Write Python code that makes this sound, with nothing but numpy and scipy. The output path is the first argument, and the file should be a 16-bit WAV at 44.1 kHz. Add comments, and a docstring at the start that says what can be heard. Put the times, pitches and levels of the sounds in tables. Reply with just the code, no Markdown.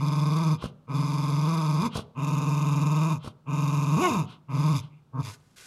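"""A small dog guards its bone

Close by in a quiet room, a dog on a blanket growls six times, the last trailing off in a creak.
Its vocal folds make a low, throbbing buzz while air rasps through its teeth. One growl breaks into
a short yelp as a hand touches the dog. It snorts between growls, and at the end it shifts,
its fur sliding on the blanket."""
import sys
import numpy as np
from scipy import signal
from scipy.fft import rfft, irfft, next_fast_len
from scipy.io import wavfile
from scipy.ndimage import uniform_filter1d

SR = 44100
rng = np.random.default_rng(int(sys.argv[2]) if len(sys.argv) > 2 else 0)


def store_pcm(level_fs):
    """Save levels as 16-bit WAV."""
    pcm = np.round(np.clip(level_fs, -1, 1) * 32767).astype(np.int16)
    wavfile.write(sys.argv[1], SR, np.atleast_2d(pcm).T)


N = 249606
TIME = np.arange(N) / SR


def from_db(db):
    """Turn decibels into a number to multiply by."""
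    return 10 ** (np.asarray(db) / 20)


def rms_one(x):
    """Scale a signal to an average strength (rms) of 1."""
    return x / np.sqrt(np.mean(x ** 2) + 1e-20)


def wander(per_s):
    """A random wobble that heads for a new value per_s times a second."""
    steps = rng.standard_normal(N // 16)
    return rms_one(np.interp(TIME * per_s, np.arange(len(steps)), steps))


def swell(peak_s, rise_s, fall_s):
    """A bell-shaped rise and fall of height 1."""
    lag = TIME - peak_s
    return np.exp(-np.minimum((lag / np.where(lag < 0, rise_s, fall_s)) ** 2, 30))


def colour(x, spectrum):
    """Make each frequency louder or softer, following a table of f/Hz, level/dB."""
    size = next_fast_len(N + SR // 4, True) // 2 * 2
    hz, db = np.transpose(spectrum)
    octave = np.log2(np.arange(size // 2 + 1) * SR / size + 1)
    outside = np.abs(octave - np.clip(octave, np.log2(hz[0]), np.log2(hz[-1])))
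    gain = from_db(np.interp(octave, np.log2(hz), db) - 20 * np.minimum(outside, 2))
    # make the filter ring only after a sound, never before it
    cepstrum = irfft(np.log(gain))
    cepstrum[1:size // 2] *= 2
    cepstrum[size // 2 + 1:] = 0
    return irfft(rfft(x, size) * np.exp(rfft(cepstrum)))[:N]


def steady(x, low_hz, high_hz):
    """Even out slow changes of loudness, going by one band of frequencies."""
    band = signal.sosfilt(signal.butter(2, [low_hz, high_hz], "band", fs=SR, output="sos"), x)
    power = uniform_filter1d(uniform_filter1d(band ** 2, size=2000), size=1400)
    return x / np.sqrt(power + 1e-12)


def noise(spectrum):
    """Noise of strength 1 with the given tone."""
    return rms_one(colour(rng.standard_normal(N), spectrum))


def resonate(x, hz, width_hz):
    """Keep mostly the sound near one frequency."""
    b, a = signal.iirpeak(hz, hz / width_hz, fs=SR)
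    return signal.lfilter(b, a, signal.lfilter(b, a, x))


def echoes(x, fade_s, spectrum):
    """A crowd of echoes that fades by 60 dB in fade_s."""
    fade = from_db(-60 * np.minimum(TIME / fade_s, 2))
    tail = (rng.standard_normal(N) * fade * (TIME > .0015))[:SR]
    return colour(signal.fftconvolve(x, tail / np.linalg.norm(tail))[:N], spectrum)


# tone of the quiet room: f/Hz, level/dB
BACKGROUND_TONE = [(15, -54), (25, -13), (139, -1.5), (637, -20), (769, -18), (1420, -22.5), (1860, -32.5),
                   (2560, -32), (3010, -32), (15000, -46.5)]

def background(level_db=-64):
    """A faint, steady rumble."""
    return from_db(level_db) * noise(BACKGROUND_TONE)


# echoes from nearby surfaces and from the walls: f/Hz, level/dB
NEAR_ECHO = [(150, -26.5), (500, -12), (1100, -9), (2500, -10), (5000, -7), (12000, -19)]
WALL_ECHO = [(100, -9), (300, -10.5), (600, -9), (1000, -12.5), (2500, -23.5), (3500, -22.5), (7000, -29),
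             (14000, -37)]
# notes at which the room rings (standing waves): f/Hz, width/Hz, level/dB
ROOM_NOTES = [(151.3, 3.3, -8), (195.7, 5, -10)]

def room(x):
    """Sound bounces around the room, and two low notes hum on after each growl."""
    hum = sum(from_db(db) * signal.lfilter(*signal.iirpeak(hz, hz / width, fs=SR), x)
              for hz, width, db in ROOM_NOTES)
    return x + echoes(x, fade_s=.048, spectrum=NEAR_ECHO) + echoes(x, fade_s=.48, spectrum=WALL_ECHO) + hum


# tone of fur rubbing on cloth: f/Hz, level/dB
CLOTH_TONE = [(240, -35), (400, -7), (473, -10), (1000, -16), (1260, -5), (1360, -14), (1470, -2),
              (1990, -7.5), (6780, -8.5), (12100, -16), (15500, -36)]
# the dog's movements: start/s, end/s, level/dB
SLIDES = [(5.243, 5.345, -51), (5.348, 5.55, -71.5), (5.558, 5.7, -51.5)]

def blanket(attack_s=.01, release_s=.0079, grain_db=1.5):
    """Fibres catch and slip under the moving dog."""
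    slide = sum(from_db(db) * np.clip((TIME - start) / attack_s, 0, 1)
                * np.exp(-np.clip((TIME - end) / release_s, 0, 20)) for start, end, db in SLIDES)
    return noise(CLOTH_TONE) * slide * from_db(grain_db * wander(400))


# breaths through the nose: four snorts in, then one faint breath out
# peak t/s, whistle level/dB, hiss level/dB
BREATHS = [(.64, -46, -51.5), (1.966, -41, -43.5), (3.257, -51.5, -54.5), (4.311, -50.5, -66),
           (4.83, -56.5, -72)]
# slaps of the soft palate, at the back of the mouth's roof: t/s, relative level/dB
SLAPS = [(0.624, -22.5), (0.64, -20.5), (0.656, -22), (1.954, -19.5), (1.959, -27.5), (1.976, -18.5),
         (1.992, -24), (3.245, -28), (3.261, -27), (3.275, -25.5)]
# tones of the whistle, the hiss and the slaps: f/Hz, level/dB
WHISTLE_TONE = [(150, 2), (450, -8), (800, -7), (1250, 2.5), (1800, -16.5), (2500, -7), (3100, -1),
                (3800, -5), (4700, -15.5), (8000, -35)]
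HISS_TONE = [(700, 1), (1250, 1), (1900, -10), (4000, 2), (5500, -1), (7500, -8), (9000, -4), (12000, -12),
             (15000, -33)]
SLAP_TONE = [(35, -9), (75, 4), (160, 10.5), (350, 0), (570, 1.5), (780, -6.5), (1000, -0.5), (1300, -3.5),
             (1700, -23.5), (3000, -22), (6000, -29), (13000, -48)]

def nose_breaths(slap_db=6.5, slap_decay_s=.0043, slap_push=.18):
    """Air whistles through the nose; the first three snorts flap the palate with a wet spatter."""
    whistle = noise(WHISTLE_TONE)
    whistle *= sum(from_db(db) * swell(s, rise_s=.046, fall_s=.045) for s, db, _ in BREATHS)
    hiss = noise(HISS_TONE) * from_db(2.6 * wander(150))
    hiss *= sum(from_db(db) * swell(s, rise_s=.023, fall_s=.037) for s, _, db in BREATHS)
    slaps = sum(from_db(db) * (TIME >= s) * np.exp(-np.minimum(np.abs(TIME - s) / slap_decay_s, 20))
                for s, db in SLAPS)
    spatter = slaps * (rng.standard_normal(N) - slap_push)
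    return whistle + hiss + from_db(slap_db) * colour(spatter, SLAP_TONE)


# six growls and the final creak: start/s, end/s, release/s, pitch/Hz, chest change/dB, buzz change/dB,
# teeth change/dB, lip lift/0-1, wait for the first throb/s, throb rate/Hz
GROWL_PLAN = [ (-.06, .575, .04, 147.4, 0, -0.54, 0, 0, .047, 20.8),
              (.869, 1.896, .03, 143.5, -0.5, 0, 0.23, .05, .038, 20.8),
              (2.146, 3.19, .065, 146.1, -0.7, 0.46, -0.17, .95, .041, 20.4),
              (3.456, 4.262, .065, 144.9, -0.3, .5, 0, 0.99, .037, 20.5),
              (4.477, 4.812, .055, 141.1, -0.5, -0.5, -0.4, 0.32, .022, 19.8),
              (5.124, 5.235, .03, 139, -1.5, -1, -21, 0.29, .028, 21.3),
              (5.226, 5.334, 0.053, 112.2, -15, -6.5, -17, .3, .024, 21), ]
# surges of anger tighten the vocal folds: peak t/s, rise/s, fall/s, added pitch/Hz
ANGER = [(.41, 0.086, 0.079, 14.3), (1.51, 0.061, .2, 22.5), (1.857, 0.045, 0.034, 89),
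         (3.09, .13, 0.082, 14), (3.94, .05, .03, 7), (4.037, .048, .096, 240), (4.69, 0.074, 0.048, 17.4)]

def gestures(scoop=.14, scoop_s=.045, sag=.3, top_hz=362.8, throb_drag=.75):
    """What the dog does at each moment: each growl slides up to its pitch and sags as it dies."""
    rows = np.array(GROWL_PLAN)
    current = np.maximum(np.searchsorted(rows[:, 0], TIME) - 1, 0)
    start, end, release, base_hz, chest_db, buzz_db, teeth_db, lip, wait, throb_hz = rows[current].T
    age = np.maximum(TIME - start, 0)
    dying = np.clip(1 - (end - TIME) / release, 0, 1)
    surge = sum(hz * swell(s, rise, fall) for s, rise, fall, hz in ANGER)
    pitch = (base_hz + surge) * (1 - scoop * np.exp(-age / scoop_s)) * (1 - sag * dying)
    # tighter folds throb more slowly
    delay = throb_drag * np.cumsum(surge / (base_hz + surge)) / SR
    throbs = (age - wait - delay + np.interp(start, TIME, delay)) * throb_hz
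    return age, dying, np.minimum(pitch, top_hz), chest_db, buzz_db, teeth_db, lip, throbs


def vocal_folds(pitch, strain, clear):
    """The folds click shut once a cycle, then bounce more weakly. Gives cycle count and clicks."""
    jitter = (.011 + .045 * strain * (1 - clear)) * (1 - .67 * clear)
    cycles = np.cumsum(pitch * (1 + jitter * wander(260))) / SR
    closures = np.diff(np.floor(cycles), prepend=0)
    bounces = np.diff(np.floor(np.maximum(cycles - .46 + .039 * wander(90), 0)), prepend=0)
    flicker_db = 1.36 * (1 - .6 * clear) * wander(300)
    return cycles, rms_one((closures + .5 * (1 - clear) * bounces) * from_db(flicker_db))


def puffs(cycles, sharpness=1.95, leak=.5):
    """Rushing air: one burst a cycle on top of a steady leak."""
    burst = np.exp(sharpness * (np.cos(2 * np.pi * cycles) - 1))
    return rms_one((leak + burst) * rng.standard_normal(N))


def chest_hum(cycles, strain, dip, skew=.086, undertone=.23, waver_db=1.0, dip_db=7.8):
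    """Air flows in a lopsided wave; under strain every other cycle differs, adding a lower note."""
    flow = np.sin(2 * np.pi * cycles) - skew * np.sin(4 * np.pi * cycles)
    flow += undertone * strain * wander(70) * np.sin(np.pi * cycles)
    return np.sqrt(2) * flow * from_db(waver_db * wander(14) - dip_db * dip)


# how the throat rings: f/Hz, level/dB
THROAT_TONE = [(170, -18), (255, 5.5), (330, -3.5), (390, -4), (465, -1), (540, -11), (640, -5),
               (790, -14.5), (915, 3.5), (1070, 2.5), (1280, -0.5), (1400, -21.5), (1560, -13.5),
               (1900, -37)]

def throat_buzz(clicks, air, dip, strain, clear, push, bass_loss=.88, bass_hz=600):
    """Clicks ring in the throat, hoarser in each dip and under strain, clearer in the yelp."""
    hoarse = (.21 + .49 * np.maximum(dip, 0) + .98 * strain) * (1 - .5 * clear)
    buzz = steady(colour(clicks + hoarse * air, THROAT_TONE), 800, 1400)
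    bass = signal.lfilter(*signal.butter(1, bass_hz, fs=SR), buzz)
    buzz -= bass_loss * push * bass   # pressed folds sound brighter
    return buzz * (1 - .24 * clear)   # the open mouth takes over from the throat


def mouth_snarl(clicks, air, lip, ring_hz=2370, lifted_hz=2570, width_hz=420):
    """The mouth rings, higher when the lip is lifted."""
    source = clicks + 1.54 * air
    lowered = resonate(source, ring_hz, width_hz)
    lifted = resonate(source, lifted_hz, width_hz)
    return steady((1 - lip) * lowered + lip * lifted, 2100, 3000)


# tone of air passing the teeth, with the lip down and up: f/Hz, level/dB
LIP_DOWN = [(2600, -21), (3200, -12.5), (3450, 7.5), (3700, 5.5), (4150, -5.5), (4950, 8.5), (5600, -4.5),
            (6200, 2.5), (6750, -7.5), (7250, -3.5), (7700, -9.5), (9200, -13.5), (10600, -3.5),
            (12400, -13.5), (13800, -27), (15000, -46)]
LIP_UP = [(2900, -6), (3280, -16), (3680, 10.5), (4150, -7.5), (4950, 1), (5700, -1), (6550, 5), (7200, 2),
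          (7700, -8), (9100, -13), (10600, -3), (11300, -9.5), (12200, -5.5), (13800, -29), (15000, -38)]

def teeth_rasp(clicks, air, lip):
    """Each puff of air scrapes past the teeth."""
    jet = .19 * clicks + air * from_db(2 * wander(140))
    return steady((1 - lip) * colour(jet, LIP_DOWN) + lip * colour(jet, LIP_UP), 4500, 12000)


# short breaths out: peak t/s, rise/s, fall/s, snarl level/dB, rasp level/dB
OUT_BREATHS = [(4.782, 0.032, 0.021, -52.5, -46.5), (4.93, 0.024, 0.069, -69.5, -95),
               (5.276, 0.056, 0.033, -52, -50)]

def huffs(snarl, rasp):
    """The last of the air huffs out past the teeth."""
    return sum(swell(s, rise, fall) * (snarl * from_db(snarl_db) + rasp * from_db(rasp_db))
               for s, rise, fall, snarl_db, rasp_db in OUT_BREATHS)


# how the open mouth rings: f/Hz, level/dB
YELP_TONE = [(250, -25.5), (370, -6), (730, 3), (1080, 2.5), (1450, -8.5), (1820, -15), (2200, -4),
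             (2550, -5), (2900, -8), (3300, -31), (6000, -34.5)]

def yelp(clicks, air, mouth, level_db=-22.5):
    """The voice rings out while the mouth is open."""
    return steady(colour(clicks + .45 * air, YELP_TONE), 300, 3000) * mouth * from_db(level_db)


def growls(easy_hz=143, yelp_s=4.05, flutter=.15, throb_spread=.16, waver=.011):
    """Throbbing vocal folds drive the chest, throat, mouth and teeth together."""
    age, dying, pitch, chest_db, buzz_db, teeth_db, lip, throbs = gestures()
    effort = np.maximum(np.log2(pitch / easy_hz), 0)   # octaves above the easy pitch
    push = np.tanh(effort / .27)   # the lungs soon reach their limit
    strain = np.clip((pitch - 168) / 30, 0, 1)
    mouth = swell(yelp_s, rise_s=.026, fall_s=.031)
    clear = np.sqrt(mouth)
    # slack folds throb deeply, tight ones hardly at all; no two dips are equally deep
    slack = np.clip((178 - pitch) / 33, 0, 1.15)
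    dip = slack * (np.abs(np.sin(np.pi * throbs)) ** 3.5 * (1 + throb_spread * wander(20)) - .33)
    cycles, clicks = vocal_folds(pitch * (1 - flutter * dip + waver * wander(12)), strain, clear)
    air = puffs(cycles)

    chest = chest_hum(cycles, strain, dip)
    buzz = throat_buzz(clicks, air, dip, strain, clear, push)
    snarl = mouth_snarl(clicks, air, lip)
    rasp = teeth_rasp(clicks, air, lip)
    chest_level = -23.9 + chest_db + 1.5 * push - 5 * strain
    buzz_level = -38.5 + buzz_db + 7.8 * push - .8 * dip
    snarl_level = -51 + teeth_db + 4 * lip + 8 * effort - .8 * dip
    rasp_level = -48.7 + teeth_db + 6.5 * effort - 2.5 * dip

    def shape(db, attack_s, curve, fade=.99):
        """One part of the voice rises, holds and fades."""
        return (1 - np.exp(-(age / attack_s) ** curve)) * (1 - dying) ** fade * from_db(db)

    return (chest * shape(chest_level, attack_s=.055, curve=1.5, fade=1.23)
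            + buzz * shape(buzz_level, attack_s=.034, curve=1.335)
            + snarl * shape(snarl_level, attack_s=.036, curve=1.335)
            + rasp * shape(rasp_level, attack_s=.076, curve=2.15)
            + huffs(snarl, rasp) + yelp(clicks, air, mouth))


def scene():
    """Dog and blanket in the room, over its faint background, in one channel."""
    return (room(growls() + nose_breaths() + blanket()) + background())[None]


def record(dry, cutoff_hz=15750):
    """Cut off the very highest treble steeply."""
    return signal.sosfilt(signal.ellip(10, .1, 80, cutoff_hz, fs=SR, output="sos"), dry)


dry = scene()
out = record(dry)
store_pcm(out)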